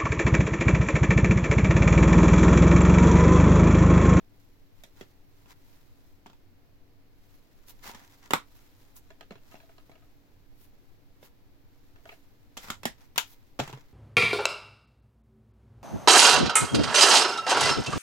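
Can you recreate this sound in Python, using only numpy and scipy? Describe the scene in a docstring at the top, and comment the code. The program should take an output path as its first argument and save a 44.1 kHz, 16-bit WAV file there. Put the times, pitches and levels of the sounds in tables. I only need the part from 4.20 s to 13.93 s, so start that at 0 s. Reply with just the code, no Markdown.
"""Disc case at a desk

In a small room with a humming fan, a plastic disc case is tapped, popped open, folded, snapped shut
and dropped on the desk, heard close by a stereo pair of microphones, slightly nearer the left one.
Impacts are banks of decaying modes plus short noise, followed by a brief diffuse room answer.
Sliding fingers are grainy bands of noise with creaks; the fan is three sines over noise."""
import sys
import numpy as np
from scipy import signal
from scipy.fft import rfft, irfft, next_fast_len
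from scipy.io import wavfile
from scipy.ndimage import map_coordinates

SR = 44100
rng = np.random.default_rng(int(sys.argv[2]) if len(sys.argv) > 2 else 0)


def transcribe(u):
    """Save the signal u as a 16-bit wav file named by the first command-line argument.

    u: samples, shape (n,) or (channels, n), limited to [-1, 1]; the rate is SR.
    q: integer samples, one column per channel.
    """
    v = np.clip(np.atleast_2d(u).T, -1, 1)
    q = np.round(v * 32767).astype(np.int16)
    wavfile.write(sys.argv[1], SR, q)


N = 429093  # length in samples


def amp(db):
    """Decibels to gain."""
    return 10 ** (np.asarray(db) / 20)


def unit(x):
    """Scale to rms 1."""
    return x / np.sqrt(np.mean(x ** 2) + 1e-20)


def burst(x):
    """Scale a short stereo sound to the energy of 20 ms at rms 1."""
    return x / np.sqrt(np.sum(x ** 2) / (2 * .02 * SR) + 1e-20)


def along(points, hz):
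    """Read (frequency, value) points on a log frequency axis."""
    f, v = np.transpose(points)
    return np.interp(np.log(hz + 1), np.log(f + 1), v)


def wobble(rate):
    """A smooth random curve, rate knots a second."""
    knots = rng.standard_normal(int(N * rate / SR) + 4)
    return map_coordinates(knots, [np.arange(N) * rate / SR])


def add(out, s, sound, pan_db=0):
    """Mix a short stereo sound into out at s seconds; positive pan_db leans left."""
    part = out[:, round(s * SR):][:, :sound.shape[1]]
    panned = sound * amp([[pan_db / 2], [-pan_db / 2]])
    part += panned[:, :part.shape[1]]


# likeness of noise at the two microphones: freq_hz, correlation
ALIKE = [(25, 0.12), (60, 0.88), (120, 0.4), (300, 0.44), (800, 0.165), (2000, 0.073), (8000, 0.029)]


def noise(spectrum, size):
    """Coloured stereo noise of rms 1, most alike at the two microphones in the bass."""
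    m = next_fast_len(size)
    hz = np.fft.rfftfreq(m, 1 / SR)
    turn = np.arccos(np.clip(along(ALIKE, hz), -1, 1)) / 2
    white = rfft(rng.standard_normal((2, m)))
    coloured = white * amp(along(spectrum, hz)) * [np.cos(turn), np.sin(turn)]
    mid, side = irfft(coloured, m)[:, :size]
    return unit(np.array([mid + side, mid - side]))


LEAD_S = .00014  # the case is about 5 cm nearer to the left microphone


def ring(modes, t, scatter_db, spread_hz=2000):
    """Struck modes at fresh strengths; short waves reach the two microphones out of step."""
    hz, db, t60 = np.transpose(modes)[:, :, None]
    size, start, skew = rng.standard_normal((3, len(modes), 1))
    attack = 1 - np.exp(-2 * hz * t)
    decay = amp(db + scatter_db * size - 60 * t / t60) * attack
    apart = np.minimum(hz / spread_hz, 1) * skew + np.pi * hz * LEAD_S  # half the phase gap
    wave = decay * np.exp(1j * (2 * np.pi * hz * t + np.pi * start))
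    left, right = [np.sum(wave * np.exp(1j * side * apart), 0).imag for side in (1, -1)]
    return burst(np.array([left, right]))


def favour(points, centre_hz, octave_db=6.5):
    """The spot that is struck favours the resonances around one frequency."""
    def loss_db(hz):
        return octave_db * min(abs(np.log2(hz / centre_hz)), 2)
    return [(hz, db - loss_db(hz), *rest) for hz, db, *rest in points]


def chatter(x, t, life_s, size_db, count=5):
    """Light plastic does not seat at once: a few re-contacts follow within milliseconds."""
    when, strength = rng.uniform(.1, 1, (2, count))
    sizes = amp(size_db) * strength * (1.1 - when)
    contacts = np.bincount((when * life_s * SR).astype(int), sizes, len(t))
    contacts[0] += 1
    return burst(signal.fftconvolve(x, contacts[None], axes=1)[:, :len(t)])


# how quickly the small room dies away: freq_hz, t60_s
ROOM = [(100, 0.16), (300, 0.13), (1000, 0.15), (5000, .17), (14000, 0.13)]


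def room(x, t, wet_db, gap=0.0047, width=0.1):
    """Add the diffuse, quickly dying answer of desk, screen and shelves, in the colour of the hit."""
    power = np.cumsum(np.mean(abs(rfft(x)) ** 2, 0))
    k = np.arange(len(power))
    reach = 2 + k * width  # many paths blur the resonances together
    blurred = np.interp(k + reach, k, power) - np.interp(k - reach, k, power)
    colour = np.sqrt(abs(blurred) / reach)
    diffuse = irfft(rfft(noise([(20, 0), (20000, 0)], size=len(t))) * colour, len(t))
    hz, s, z = signal.stft(diffuse, SR, nperseg=256)
    fade = amp(-60 * s / along(ROOM, hz)[:, None])
    tail = signal.istft(z * fade, SR, nperseg=256)[1][:, :len(t)]
    tail = tail * (1 - np.exp(-(t / gap) ** 2))  # builds up over gap seconds
    return x + amp(wet_db) * tail * np.linalg.norm(x) / np.linalg.norm(tail)


# steady tones of the fan: freq_hz, level_db (rms)
HUM = [(96.9, -75.5), (285.3, -74), (473.7, -84.5)]
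# spectrum of fan and room rumble: freq_hz, level_db (relative, per Hz)
AIR = [(20, -1), (30, -20), (50, -15), (70, -21), (100, -13.5), (125, -18), (188, -25), (280, -21.5),
       (330, -23.5), (500, -30), (750, -32), (1000, -38), (2000, -70)]
# spectrum of microphone hiss: freq_hz, level_db (relative, per Hz)
FIZZ = [(500, -12.5), (1000, -1), (1500, -0.5), (2200, -1), (3200, -5), (4300, -4.5), (6500, -11),
        (9000, -18), (11000, -13), (13000, -8), (16000, -10)]


def background():
    """A slightly unsteady fan hum over room rumble and microphone hiss."""
    t = np.arange(N) / SR
    hum = np.zeros(N)
    for hz, db in HUM:
        level = amp(db + 0.44 * wobble(1.8)) * np.sqrt(2)
        hum += level * np.sin(2 * np.pi * hz * t + 0.27 * wobble(11))
    return hum + amp(-55.5) * noise(AIR, size=N) + amp(-71.0) * noise(FIZZ, size=N)


SWING_S, SWING_HALF_S, SWING_DB = 8.58, .13, -56  # middle, half length, peak level
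# spectrum of the puff: freq_hz, level_db (relative, per Hz)
DRAUGHT = [(20, 0), (50, 2.5), (100, -1.5), (160, -23), (400, -45)]


def draught():
    """The folding lid fans the air: a soft low puff as the case is swung shut."""
    t = np.arange(N) / SR
    swell = np.exp(-.5 * ((t - SWING_S) / SWING_HALF_S) ** 2)
    return amp(SWING_DB) * swell * noise(DRAUGHT, size=N)


# modes of the case shell, also rung by every strike: freq_hz, level_db (relative), t60_s
SHELL = [(603, -8.5, 0.031), (762, -2, 0.043), (926, -2.5, 0.088), (985, 4.5, .06), (1209, -3.5, .04),
         (1384, 0, 0.11), (1594, -2, .045), (1825, 2, 0.028), (2075, -4.5, 0.05), (2260, -6.5, 0.03),
         (2590, 1, 0.024), (2752, -13, 0.05), (3300, -3, .055), (3665, 0.5, 0.027), (4704, -4.5, 0.016),
         (5240, -7, .045), (5670, -2.5, 0.026), (6270, -9.5, 0.025), (7124, 1.5, 0.046)]
# spectrum of a plastic click, also in strikes and the disc: freq_hz, level_db (relative, per Hz)
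CLICK = [(300, -18), (900, -2), (1350, -10), (1750, 1.5), (2300, 1.5), (3400, -2.5), (4300, -4), (5500, -3),
         (7000, -1), (9000, -16), (16000, -11.5)]
CREAKS_PER_S, CREAK_SCATTER_DB, CREAK_DB = 190, 7, -2  # rate, spread of size, gain against the rub
CREAK_HZ = 1200  # the resonances that creaks favour


def creaks(pressure, count=4):
    """Larger slips at a few spots of the case, each spot ringing the shell in its own way."""
    out, t = np.zeros((2, N)), np.arange(SR // 10) / SR
    for _ in range(count):
        happens = rng.random(N) < CREAKS_PER_S / count / SR
        slips = happens * amp(CREAK_SCATTER_DB * np.clip(rng.standard_normal(N), -2, 2))
        click = burst(noise(CLICK, size=len(t)) * amp(-60 * t / .008))
        spot = ring(favour(SHELL, CREAK_HZ, octave_db=5.5), t, scatter_db=6.5) + 1.5 * click
        spot = spot / np.linalg.norm(spot[0])
        out += signal.fftconvolve((pressure * unit(slips))[None], spot, axes=1)[:, :N]
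    return out / np.sqrt(count)


def friction(level, bright_db):
    """Power of the rub, rasp and hiss of a sliding contact, tilted around the rasp."""
    return (amp([[-bright_db], [0], [bright_db]]) * level) ** 2


# finger strokes, before the band gains: middle_s, half_length_s, level_db,
# treble_tilt_db (a light touch hisses, a firm one rubs)
STROKES = [(.8, 0.025, -64, -2), (1.308, 0.017, -61.5, -4), (3.1, .09, -75, 1.5),
           (3.498, 0.015, -56.5, 4.5), (3.675, .027, -48.5, -2.5), (3.77, 0.075, -65.5, -7),
           (3.94, .02, -68, -2), (4.05, 0.024, -65.5, -7.5), (4.378, 0.088, -68, 0.5),
           (4.776, 0.013, -64, 11), (5.338, 0.047, -68.5, -1.5), (6.421, 0.038, -69.5, 6),
           (7.05, .022, -63.5, 2), (7.91, 0.042, -66.5, -0.5), (8.444, 0.033, -56, -0.5),
           (8.497, 0.032, -55, -7), (8.82, 0.03, -68, -4), (9.107, 0.032, -63, 4.5)]
# the hands shifting their grip between strokes, before the band gains: time_s, level_db
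GRIP = [(0, -81.5), (.45, -75), (.95, -78), (1.55, -74.5), (2, -80.5), (2.8, -100), (3.1, -80), (3.9, -68),
        (4.3, -79.5), (4.7, -72), (5, -80.5), (5.4, -73), (6, -82), (7.3, -84.5), (7.8, -75.5), (8.15, -79)]
GRIP_WANDER_DB, GRIP_RATE = 2, 10  # its random swells, and their knots a second
# the case skids to rest: start, level before the band gains and fade, treble tilt
SKID_S, SKID_DB, SKID_DB_PER_S, SKID_BRIGHT_DB = 9.42, -53.5, -115, -8.5
# gains of the three friction bands: rub_db, rasp_db, hiss_db
FRICTION_DB = (-1, 0.18, 1.5)
# spectra of the low, middle and high friction band: freq_hz, level_db (relative, per Hz)
RUB = [(100, -21.5), (400, -6.5), (650, -4.5), (780, 1.5), (970, 2), (1250, -0.5), (1700, -1), (2150, -1),
       (3500, -27), (8000, -44.5)]
RASP = [(1200, -30.5), (2500, -3.5), (4000, -2), (7000, -5), (9000, -12), (16000, -36.5)]
HISS = [(4000, -17.5), (8000, -12.5), (10000, -2), (12500, 4.5), (16000, 2)]


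def sliding():
    """Skin catches and slips on the sleeve, and the case skids on the desk: all grainy with tiny slips."""
    t = np.arange(N) / SR
    grip_db = np.interp(t, *np.transpose(GRIP)) + GRIP_WANDER_DB * wobble(GRIP_RATE)
    power = friction(amp(grip_db), bright_db=0.5)
    for s, half, db, bright_db in STROKES:
        near = abs(t - s) < 4 * half
        swell = np.exp(-.5 * ((t[near] - s) / half) ** 2)
        power[:, near] += friction(amp(db) * swell, bright_db)
    skid = (t > SKID_S) * amp(SKID_DB + SKID_DB_PER_S * abs(t - SKID_S))
    power += friction(skid, SKID_BRIGHT_DB)
    rub, rasp, hiss = np.sqrt(power) * amp(FRICTION_DB)[:, None]
    slips = unit(amp(1.4 * wobble(450) + 1.4 * wobble(70)))
    bands = rub * noise(RUB, size=N) + rasp * noise(RASP, size=N) + hiss * noise(HISS, size=N)
    return slips * bands + amp(CREAK_DB) * creaks(rub)


# the disc rocks on its hub: start_s, peak_db (the body of a clack lies RATTLE_DB from it)
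RATTLES = [(4.904, -41.5), (5.009, -37.5), (5.107, -40), (5.155, -44.5), (5.318, -45.5), (5.353, -43),
           (5.402, -47), (5.432, -50), (5.492, -47), (5.581, -45.5), (5.716, -46), (5.754, -49),
           (5.822, -55), (7.759, -49), (7.855, -39), (7.891, -35.5), (7.923, -42)]
# modes of the disc in its tray: freq_hz, level_db (relative), t60_s
DISC = [(413, 0.5, 0.049), (658, 5.5, 0.072), (710, 6.5, 0.024), (963, -2, 0.024), (1255, -4.5, 0.096),
        (1470, -3, 0.034), (1685, 0.5, 0.026), (2230, -0.5, 0.037), (2350, -29, 0.025), (2700, 1, 0.032),
        (2750, -22, 0.016), (3324, -8, 0.055), (4060, -5, 0.037), (5360, -12, 0.035), (6760, -24, 0.025)]
RATTLE_DB = -12  # body of a clack over its peak
REBOUND_S, REBOUND_DB = .025, -10.5  # the disc falls back more softly: delay scale, level


def disc():
    """While the case stands open, the loose disc clacks against its tray at every tilt and falls back."""
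    out, t = np.zeros((2, N)), np.arange(SR // 5) / SR
    for s, db in RATTLES:
        for delay, loss_db in (0, 0), (REBOUND_S * rng.uniform(.5, 1.2), REBOUND_DB):
            tick = burst(noise(favour(CLICK, centre_hz=2100), size=len(t)) * amp(-60 * t / .014))
            contact = ring(DISC, t, scatter_db=3) + 0.29 * tick
            clack = chatter(contact, t, life_s=0.006, size_db=4.0)
            add(out, s + delay, room(amp(db + loss_db + RATTLE_DB) * clack, t, wet_db=-7.5))
    return out


# trims of a contact at hardness 0, and their change per unit of hardness
THUD_DB, KNOCK_DB, CRACK_DB = 0, 0, -13.5
THUD_PER_HARD_DB, KNOCK_PER_HARD_DB, CRACK_PER_HARD_DB = -10, -9.5, 11.5


def touch(hardness):
    """Thud, knock and crack trims (dB): harder contacts lose body and gain edge."""
    thud_db = THUD_DB + THUD_PER_HARD_DB * hardness
    knock_db = KNOCK_DB + KNOCK_PER_HARD_DB * hardness
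    crack_db = CRACK_DB + CRACK_PER_HARD_DB * hardness
    return thud_db, knock_db, crack_db


# modes of the struck panel: pitch_multiple, level_db (relative), t60_s
PANEL = [(.47, -8, 0.014), (.62, -12.5, 0.014), (.82, -7.5, 0.02), (1, -1.5, 0.013), (1.14, -5, 0.013),
         (1.78, -10.5, 0.011), (3.1, -15, .015)]
# spectrum of the sharp edge: freq_hz, level_db (relative, per Hz)
CRACK = [(2000, -27.5), (6000, 2), (7500, 4), (9500, -1.5), (12500, 3), (16000, -4)]


def strike(body, db, hz, bright_hz, thud_db, knock_db, crack_db):
    """A contact bends the body, knocks one panel, rings the shell and cracks at the edge."""
    t = np.arange(SR // 5) / SR
    push = ring([(243, 0, 0.023)], t, scatter_db=0)  # the first shove on the air
    thud = burst(0.41 * push + ring(body, t, scatter_db=2.5))
    rise = 1 - np.exp(-t / 0.00034)
    # the hand damps the panel within a few cycles
    panel = [(hz * k, level, t60) for k, level, t60 in PANEL]
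    knock = burst(rise * ring(panel, t, scatter_db=0.5))
    click = burst(noise(favour(CLICK, bright_hz), size=len(t)) * amp(-60 * t / 0.016))
    ringing = click + 0.96 * ring(favour(SHELL, bright_hz), t, scatter_db=1.0)
    shell = chatter(rise * ringing, t, life_s=.007, size_db=0)
    crack = burst(noise(CRACK, size=len(t)) * rise * amp(-60 * t / 0.02))
    hit = amp(thud_db - 4.5) * thud + amp(knock_db - 1.5) * knock
    hit = hit + amp(-3.5) * shell + amp(crack_db - 3.2) * crack
    return room(amp(db) * hit, t, wet_db=-6.0)


# slow bending of the whole case, for taps and snaps: freq_hz, level_db (relative), t60_s
FLEX = [(170, -7.5, 0.063), (202.4, 0.5, 0.025), (233, -1.5, 0.047), (391, -10.5, 0.058), (546, -12, 0.036)]
# fingers and the lid tap or catch on the case: start_s, level_db, pitch_hz,
# hardness (below 0 fleshy, above 0 sharp)
TAPS = [(0.636, -50, 594, 0.67), (.81, -48, 448, -0.16), (1.258, -64.5, 900, 0.048),
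        (2.06, -59, 945, -0.82), (2.065, -55.5, 830, 0.21), (2.098, -61, 940, 0.036),
        (2.131, -65.5, 930, 0), (3.483, -59, 900, 1.2), (3.656, -54.5, 1000, 0), (3.675, -48.5, 1150, 0.42),
        (3.694, -53, 920, -.3), (3.736, -58, 920, 0.11), (3.747, -49, 990, 0.32),
        (3.815, -63.5, 900, 0.049), (4.765, -59, 884, 1.6), (5.109, -56.5, 440, -0.93),
        (5.12, -56.5, 665, -.4), (5.342, -60, 700, -0.87), (5.695, -64, 632, -0.85), (7.028, -58, 485, -.2),
        (8.442, -53, 1100, .2), (8.484, -51, 1270, -.1), (8.502, -33, 1257, 0.54)]
# shell resonances that a contact of hardness 0 favours; for taps, their rise per unit of hardness
TAP_BRIGHT_HZ, BRIGHT_OCTAVES = 2920, .5


def taps():
    """Light contacts on the case while it is held: the harder, the brighter."""
    out = np.zeros((2, N))
    for s, db, hz, hardness in TAPS:
        bright_hz = TAP_BRIGHT_HZ * 2 ** (BRIGHT_OCTAVES * hardness)
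        add(out, s, strike(FLEX, db, hz, bright_hz, *touch(hardness)), pan_db=-1.3)
    return out


# the dropped case lands edge first, slaps flat and rocks: start_s, level_db, pitch_hz, hardness
LANDINGS = [(9.39, -39, 1010, -.1), (9.394, -36, 518, -0.35), (9.399, -32, 780, -0.2),
            (9.4763, -46, 920, 0.36), (9.496, -54, 770, -.5), (9.5276, -49.5, 900, 0.25),
            (9.534, -54, 880, -.5), (9.574, -60, 600, -.3)]
# the desk top under the landing case: freq_hz, level_db (relative), t60_s
DESK = [(128.4, 3, 0.14), (139.6, -1, 0.16), (196, 3, 0.043), (238, -11, 0.052), (430, -0.5, 0.068)]
DESK_DB = 2  # the desk top thumps more than the hand-held case
SETTLE_S, SETTLE_DB = 9.531, -44  # its weight finally comes down on the desk


def landing():
    """Each contact of the falling case also thumps the desk top."""
    out = np.zeros((2, N))
    for s, db, hz, hardness in LANDINGS:
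        thud_db, knock_db, crack_db = touch(hardness)
        add(out, s, strike(DESK, db, hz, TAP_BRIGHT_HZ, thud_db + DESK_DB, knock_db, crack_db))
    thump = ring(DESK, np.arange(SR // 5) / SR, scatter_db=1)
    add(out, SETTLE_S, amp(SETTLE_DB) * thump)
    return out


# the hinge or a latch gives way: start_s, level_db, pitch_hz, shell_bright_hz, thud_trim_db,
# knock_trim_db, left_over_right_db, tick_early_s (the lip ticks first), tick_over_snap_db
SNAPS = [(4.1343, -24, 1120, 2100, -3.5, 4, -1.5, .0276, -8),
         (8.3736, -39, 677, 3800, -10.5, -10.5, 0, .0044, -6.5),
         (8.6539, -27, 794, 2980, -3.5, -4, -1, .0217, -17.5),
         (8.979, -20.5, 970, 3200, -25.5, -12.5, 4.5, .0196, -23)]
SNAP_CRACK_DB = -7  # trim of the sharp edge of a snap
LIP_HZ, LIP_HARDNESS = 1125, 0.47  # the lip slipping over its catch


def snaps():
    """The lip ticks over its catch, then the strained plastic lets go."""
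    out = np.zeros((2, N))
    for s, db, hz, bright_hz, thud_db, knock_db, pan_db, early_s, tick_db in SNAPS:
        tick = strike(FLEX, db + tick_db, LIP_HZ, bright_hz, *touch(LIP_HARDNESS))
        add(out, s - early_s, tick, pan_db=-3.0)
        release = strike(FLEX, db, hz, bright_hz, thud_db, knock_db, SNAP_CRACK_DB)
        add(out, s, release, pan_db)
    return out


def scene():
    """The case, its disc and the hands, in the humming room."""
    return background() + draught() + sliding() + disc() + taps() + landing() + snaps()


TOP_HZ = 16200  # band limit


def record(dry):
    """The microphone channel passes nothing above its band limit."""
    m = next_fast_len(N + SR // 2)
    passed = np.fft.rfftfreq(m, 1 / SR) < TOP_HZ
    return irfft(rfft(dry, m) * passed, m)[:, :N]


dry = scene()
out = record(dry)
transcribe(out)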